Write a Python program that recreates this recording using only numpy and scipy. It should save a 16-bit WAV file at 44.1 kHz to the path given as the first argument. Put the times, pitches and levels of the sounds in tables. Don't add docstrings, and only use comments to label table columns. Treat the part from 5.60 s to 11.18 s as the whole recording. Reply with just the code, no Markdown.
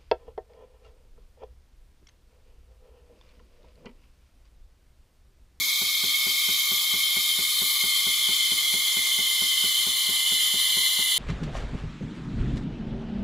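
import sys
import numpy as np
from scipy import signal
from scipy.io import wavfile
from scipy.ndimage import uniform_filter1d

SR = 44100
rng = np.random.default_rng(int(sys.argv[2]) if len(sys.argv) > 2 else 0)


def bounce(signal):
    frames = np.transpose(np.atleast_2d(signal))
    limited = np.clip(frames, -1, 1)
    pcm = np.round(limited * 32767).astype(np.int16)
    wavfile.write(sys.argv[1], SR, pcm)


N = 246078
FFT, HOP = 2048, 512


def gain_of(db):
    return 10 ** (np.asarray(db) / 20)


def evened(x):
    return x / np.sqrt(np.mean(x ** 2) + 1e-20)


def smoothed(x, first, second, axis=-1, second_axis=-1):
    once = uniform_filter1d(x, size=first, axis=axis)
    return evened(uniform_filter1d(once, size=second, axis=second_axis))


def read(points, hz):
    f, value = np.transpose(points)
    return np.interp(np.log(hz + 1), np.log(f + 1), value)


def kitchen(x, t60_s=0.18, low_hz=500):
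    length = SR // 2
    taps = np.zeros((2, length))
    slots = np.arange(100, length - 20, 20)
    at = slots + rng.integers(0, 20, (2, len(slots)))
    np.put_along_axis(taps, at, rng.choice([-1., 1.], at.shape), axis=1)
    taps *= gain_of(-60 * np.arange(length) / SR / t60_s)
    taps /= np.linalg.norm(taps[0])
    bass_cut = signal.butter(4, low_hz, "high", fs=SR, output="sos")
    taps = signal.sosfilt(bass_cut, taps)
    return signal.fftconvolve(x, taps, axes=1)[:, :N]


def pump(uneven_db=.4):
    # frequency in Hz, level in dB,
    # t60 in s, rise time constant in s, first swing up or down (+1 or -1).
    housing_modes = [(85.6, -41, 0.16, 0.017, 1), (124, -64, 0.24, 0.0044, 1), (152, -66, 0.6, .004, -1),
                     (195.7, -33.5, 0.08, 0.0041, -1), (237, -34.5, 0.02, 0.0024, -1),
                     (266.3, -45.5, 0.28, 0.0077, 1), (378.7, -35, 0.067, 0.0041, -1),
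                     (458.5, -41.5, 0.086, 0.0075, -1), (644, -35.5, 0.026, 0.0029, -1),
                     (820, -35.5, 0.023, 0.0013, -1), (1040, -42.5, 0.061, 0.0021, 1),
                     (1470, -39.5, 0.045, 0.0022, -1)]
    first_stroke_s, mains_hz = -0.016, 49.97
    gap_cycles = (11.5, 11)
    rattle_hz, rattle_db, rattle_rise_s, rattle_t60_s = (180, 557), -51, 0.0049, 0.2

    t = np.arange(SR // 4) / SR
    thump = np.zeros(len(t))
    for hz, db, t60_s, rise_s, way in housing_modes:
        envelope = gain_of(db - 60 * t / t60_s) * (1 - np.exp(-t / rise_s))
        thump += np.sign(way) * envelope * np.sin(2 * np.pi * hz * t)

    times = first_stroke_s + np.cumsum(np.r_[0, np.resize(gap_cycles, 24)]) / mains_hz
    strokes = np.zeros(N + SR)
    strokes[np.round((times + 1) * SR).astype(int)] = gain_of(uneven_db * rng.standard_normal(len(times)))

    shake = gain_of(rattle_db - 60 * t / rattle_t60_s) * (1 - np.exp(-t / rattle_rise_s))
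    rattle_band = signal.butter(2, rattle_hz, "band", fs=SR, output="sos")
    loose = evened(signal.sosfilt(rattle_band, rng.standard_normal(N)))
    thumps = signal.oaconvolve(strokes, thump)[SR:SR + N]
    return thumps + loose * signal.oaconvolve(strokes, shake)[SR:SR + N]


def jet_course(t):
    jet_db, swell_db_per_s = -24.5, 0.3132
    foam_start, foam_per_s = 0.097, 0.16
    fizz_build_db, fizz_rise_s, fizz_sag_db_per_s = 4, 1.3, 1.05
    hand_s, hand_length_s, hand_fizz_db, hand_level_db = 2.08, .2, 8, -2.8

    hand = np.exp(-((t - hand_s) / hand_length_s) ** 2)
    level_db = jet_db + swell_db_per_s * t + hand_level_db * hand
    foam = foam_start + foam_per_s * t
    fizz_db = fizz_build_db * (1 - np.exp(-t / fizz_rise_s)) - fizz_sag_db_per_s * t
    return level_db, foam, fizz_db + hand_fizz_db * hand


def echoes_db(hz, foam):
    # frequency in Hz, width in Hz, level in dB, left minus right in dB.
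    counter_echoes = [(990, 185, -1, -7), (1111, 50, -4.5, 12), (1260, 203, 10.5, 10.5),
                      (1400, 163, -17, -4), (2429, 93, -15.5, 1), (2560, 230, -5.5, 8), (3142, 41, 5, 6.5),
                      (3970, 50, 2, -17), (4330, 35, -13, -14), (4560, 66, -1.5, -1), (4880, 53, -6.5, -1),
                      (5118, 160, -15.5, 4), (8900, 174, 4, -1.5), (9260, 93, -11.5, -4),
                      (14700, 230, -11, -1)]
    # frequency in Hz, spread in dB.
    ripple_spread = [(2500, .5), (6000, 1.5), (12000, 2.5)]

    at_hz, width, db, pan_db = np.transpose(counter_echoes)
    bumps = 1 / (1 + ((hz[:, None] - at_hz) / (width / 2)) ** 2)
    fixed_db = np.array([bumps @ (db + pan_db / 2), bumps @ (db - pan_db / 2)])

    grain = evened(uniform_filter1d(rng.standard_normal((2, len(hz))), size=5))
    low, high = grain * read(ripple_spread, hz)
    ripple_db = np.outer(low, np.cos(np.pi * foam)) + np.outer(high, np.sin(np.pi * foam))
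    return fixed_db[:, :, None] + ripple_db


def hollows_db(hz, foam):
    # frequency at low foam in Hz, sinking in %, width in Hz, low-foam dB, high-foam dB.
    hollows = [(2818, 6.6, 288, -10.5, -11.5), (7420, 4, 150, -7, 2), (8520, 5.6, 190, -12, 3),
               (11800, 3, 220, 2, -8)]
    total_db = 0
    for low_hz, sink, width, low_db, high_db in hollows:
        off = (hz[:, None] - low_hz * (1 - sink / 100 * foam)) / (width / 2)
        total_db = total_db + (low_db + (high_db - low_db) * foam) / (1 + off ** 2)
    return total_db


def rings(hz, foam, rumble_lift_db=1.0):
    # frequency at low foam in Hz, sinking in % (negative climbs),
    # width in Hz, low-foam dB, high-foam dB, left minus right in dB.
    glass_rings = [(1180, 9, 118, -16.5, -19, -4), (1426, -1, 126, -21, -20, 4),
                   (1772, -1, 70, -31, -20, -14), (2222.5, 8, 88, 3.5, 1.5, -1),
                   (2407, 0, 256, 0.5, -9.5, 0.5), (3267, 8, 273, -2.5, 2, -4.5),
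                   (3484, 7.5, 69, -3.5, 3.5, 2), (3720, 6, 266, -1.5, -2.5, -1.5),
                   (4187, 3, 460, -9, -3, 6.5), (4497, 3, 394, -7, -9, 0.5), (5060, 5.5, 430, -3, -14, 0.5),
                   (5434, 5.5, 250, -11.5, -5, -2.5), (5890, 4, 470, -15, -22.5, 4),
                   (6500, 9, 320, -13, -15, -5), (6920, 4, 620, -15, -10.5, 4),
                   (7976, 7, 820, -15, -13, -0.5), (9604, 6, 1050, -16, -18.5, 8),
                   (10314, 2.5, 275, -18.5, -6.5, -6), (10990, 5, 840, -12, -10.5, 5.5),
                   (12650, 1.5, 810, -12, -13.5, 6.5), (14000, 2.5, 810, -14.5, -11.5, 5),
                   (14970, -0.2, 440, -10, -22, 3)]
    # frequency in Hz, level in dB beside the rings.
    rumble = [(18, -90), (35, -60), (67, -45), (97, -30.5), (221, -36.5), (358, -34.5), (560, -40),
              (870, -29.5), (1100, -27.5), (1700, -40)]
    # frequency in Hz, left minus right in dB.
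    rumble_pan = [(60, .5), (330, 0), (500, 5), (770, 0), (1200, -7.5)]

    rumble_power = gain_of(2 * read(rumble, hz) + np.outer([1, -1], read(rumble_pan, hz)))
    power = rumble_power[:, :, None] * gain_of(2 * rumble_lift_db * foam)
    for low_hz, sink, width, low_db, high_db, pan_db in glass_rings:
        off = (hz[:, None] - low_hz * (1 - sink / 100 * foam)) / (width / 2)
        ring = gain_of(2 * (low_db + (high_db - low_db) * foam)) / (1 + off ** 2) ** 2
        power += gain_of([pan_db, -pan_db])[:, None, None] * ring
    return power


def steam(patchy_db=1.3, flutter_db=0.42):
    # frequency in Hz, left-right likeness (0-1).
    likeness = [(60, 0.95), (330, 1), (700, 1), (1170, 0.68), (2500, 1), (4300, 0.98), (6900, 0.79),
                (10500, 0.85), (13000, 0.49)]
    # frequency in Hz, share (0-1).
    fizz_share = [(4500, 0.29), (11000, 0.67)]
    # frequency in Hz, spread in radians.
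    phase_spread = [(350, 0.16), (900, 0.44), (2500, 0.46), (5300, 0.07), (8500, 0.1), (13000, 0.7)]

    frames, hz = N // HOP + 5, np.fft.rfftfreq(FFT, 1 / SR)
    _, foam, fizz_db = jet_course(np.arange(frames) * HOP / SR)
    a, b, c, d, grain = rng.standard_normal((frames, len(hz), 5)).T
    patches = smoothed(grain, 10, 30, axis=0, second_axis=1)

    same = np.clip(read(likeness, hz), -1, 1)[:, None]
    left = a + 1j * b
    right = same * left + np.sqrt(1 - same ** 2) * (c + 1j * d)
    lag = smoothed(rng.standard_normal(len(hz)), 9, 9)
    right *= np.exp(1j * read(phase_spread, hz) * lag)[:, None]

    color_db = echoes_db(hz, foam) + hollows_db(hz, foam)
    color_db = color_db + np.outer(read(fizz_share, hz), fizz_db) + patchy_db * patches
    spectra = np.array([left, right]) * np.sqrt(rings(hz, foam)) * gain_of(color_db)
    hiss = signal.istft(spectra, nperseg=FFT, noverlap=FFT - HOP)[1][:, :N]

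    flutter = smoothed(rng.standard_normal(N), 900, 900)
    level_db = jet_course(np.arange(N) / SR)[0]
    return evened(hiss) * gain_of(level_db + flutter_db * flutter)


def scene():
    hiss = steam()
    thumps = pump() * gain_of([[.3], [-.3]])
    to_room = gain_of(-8) * hiss + gain_of(-1.5) * thumps
    return hiss + thumps + kitchen(to_room)


def record(dry, low_hz=50, edge_hz=15760):
    bass_cut = signal.butter(3, low_hz, "high", fs=SR, output="sos")
    thin = signal.sosfilt(bass_cut, dry)
    band_limit = signal.firwin(2047, edge_hz, window=("kaiser", 9), fs=SR)
    return signal.oaconvolve(thin, band_limit[None], "same")


dry = scene()
out = record(dry)
bounce(out)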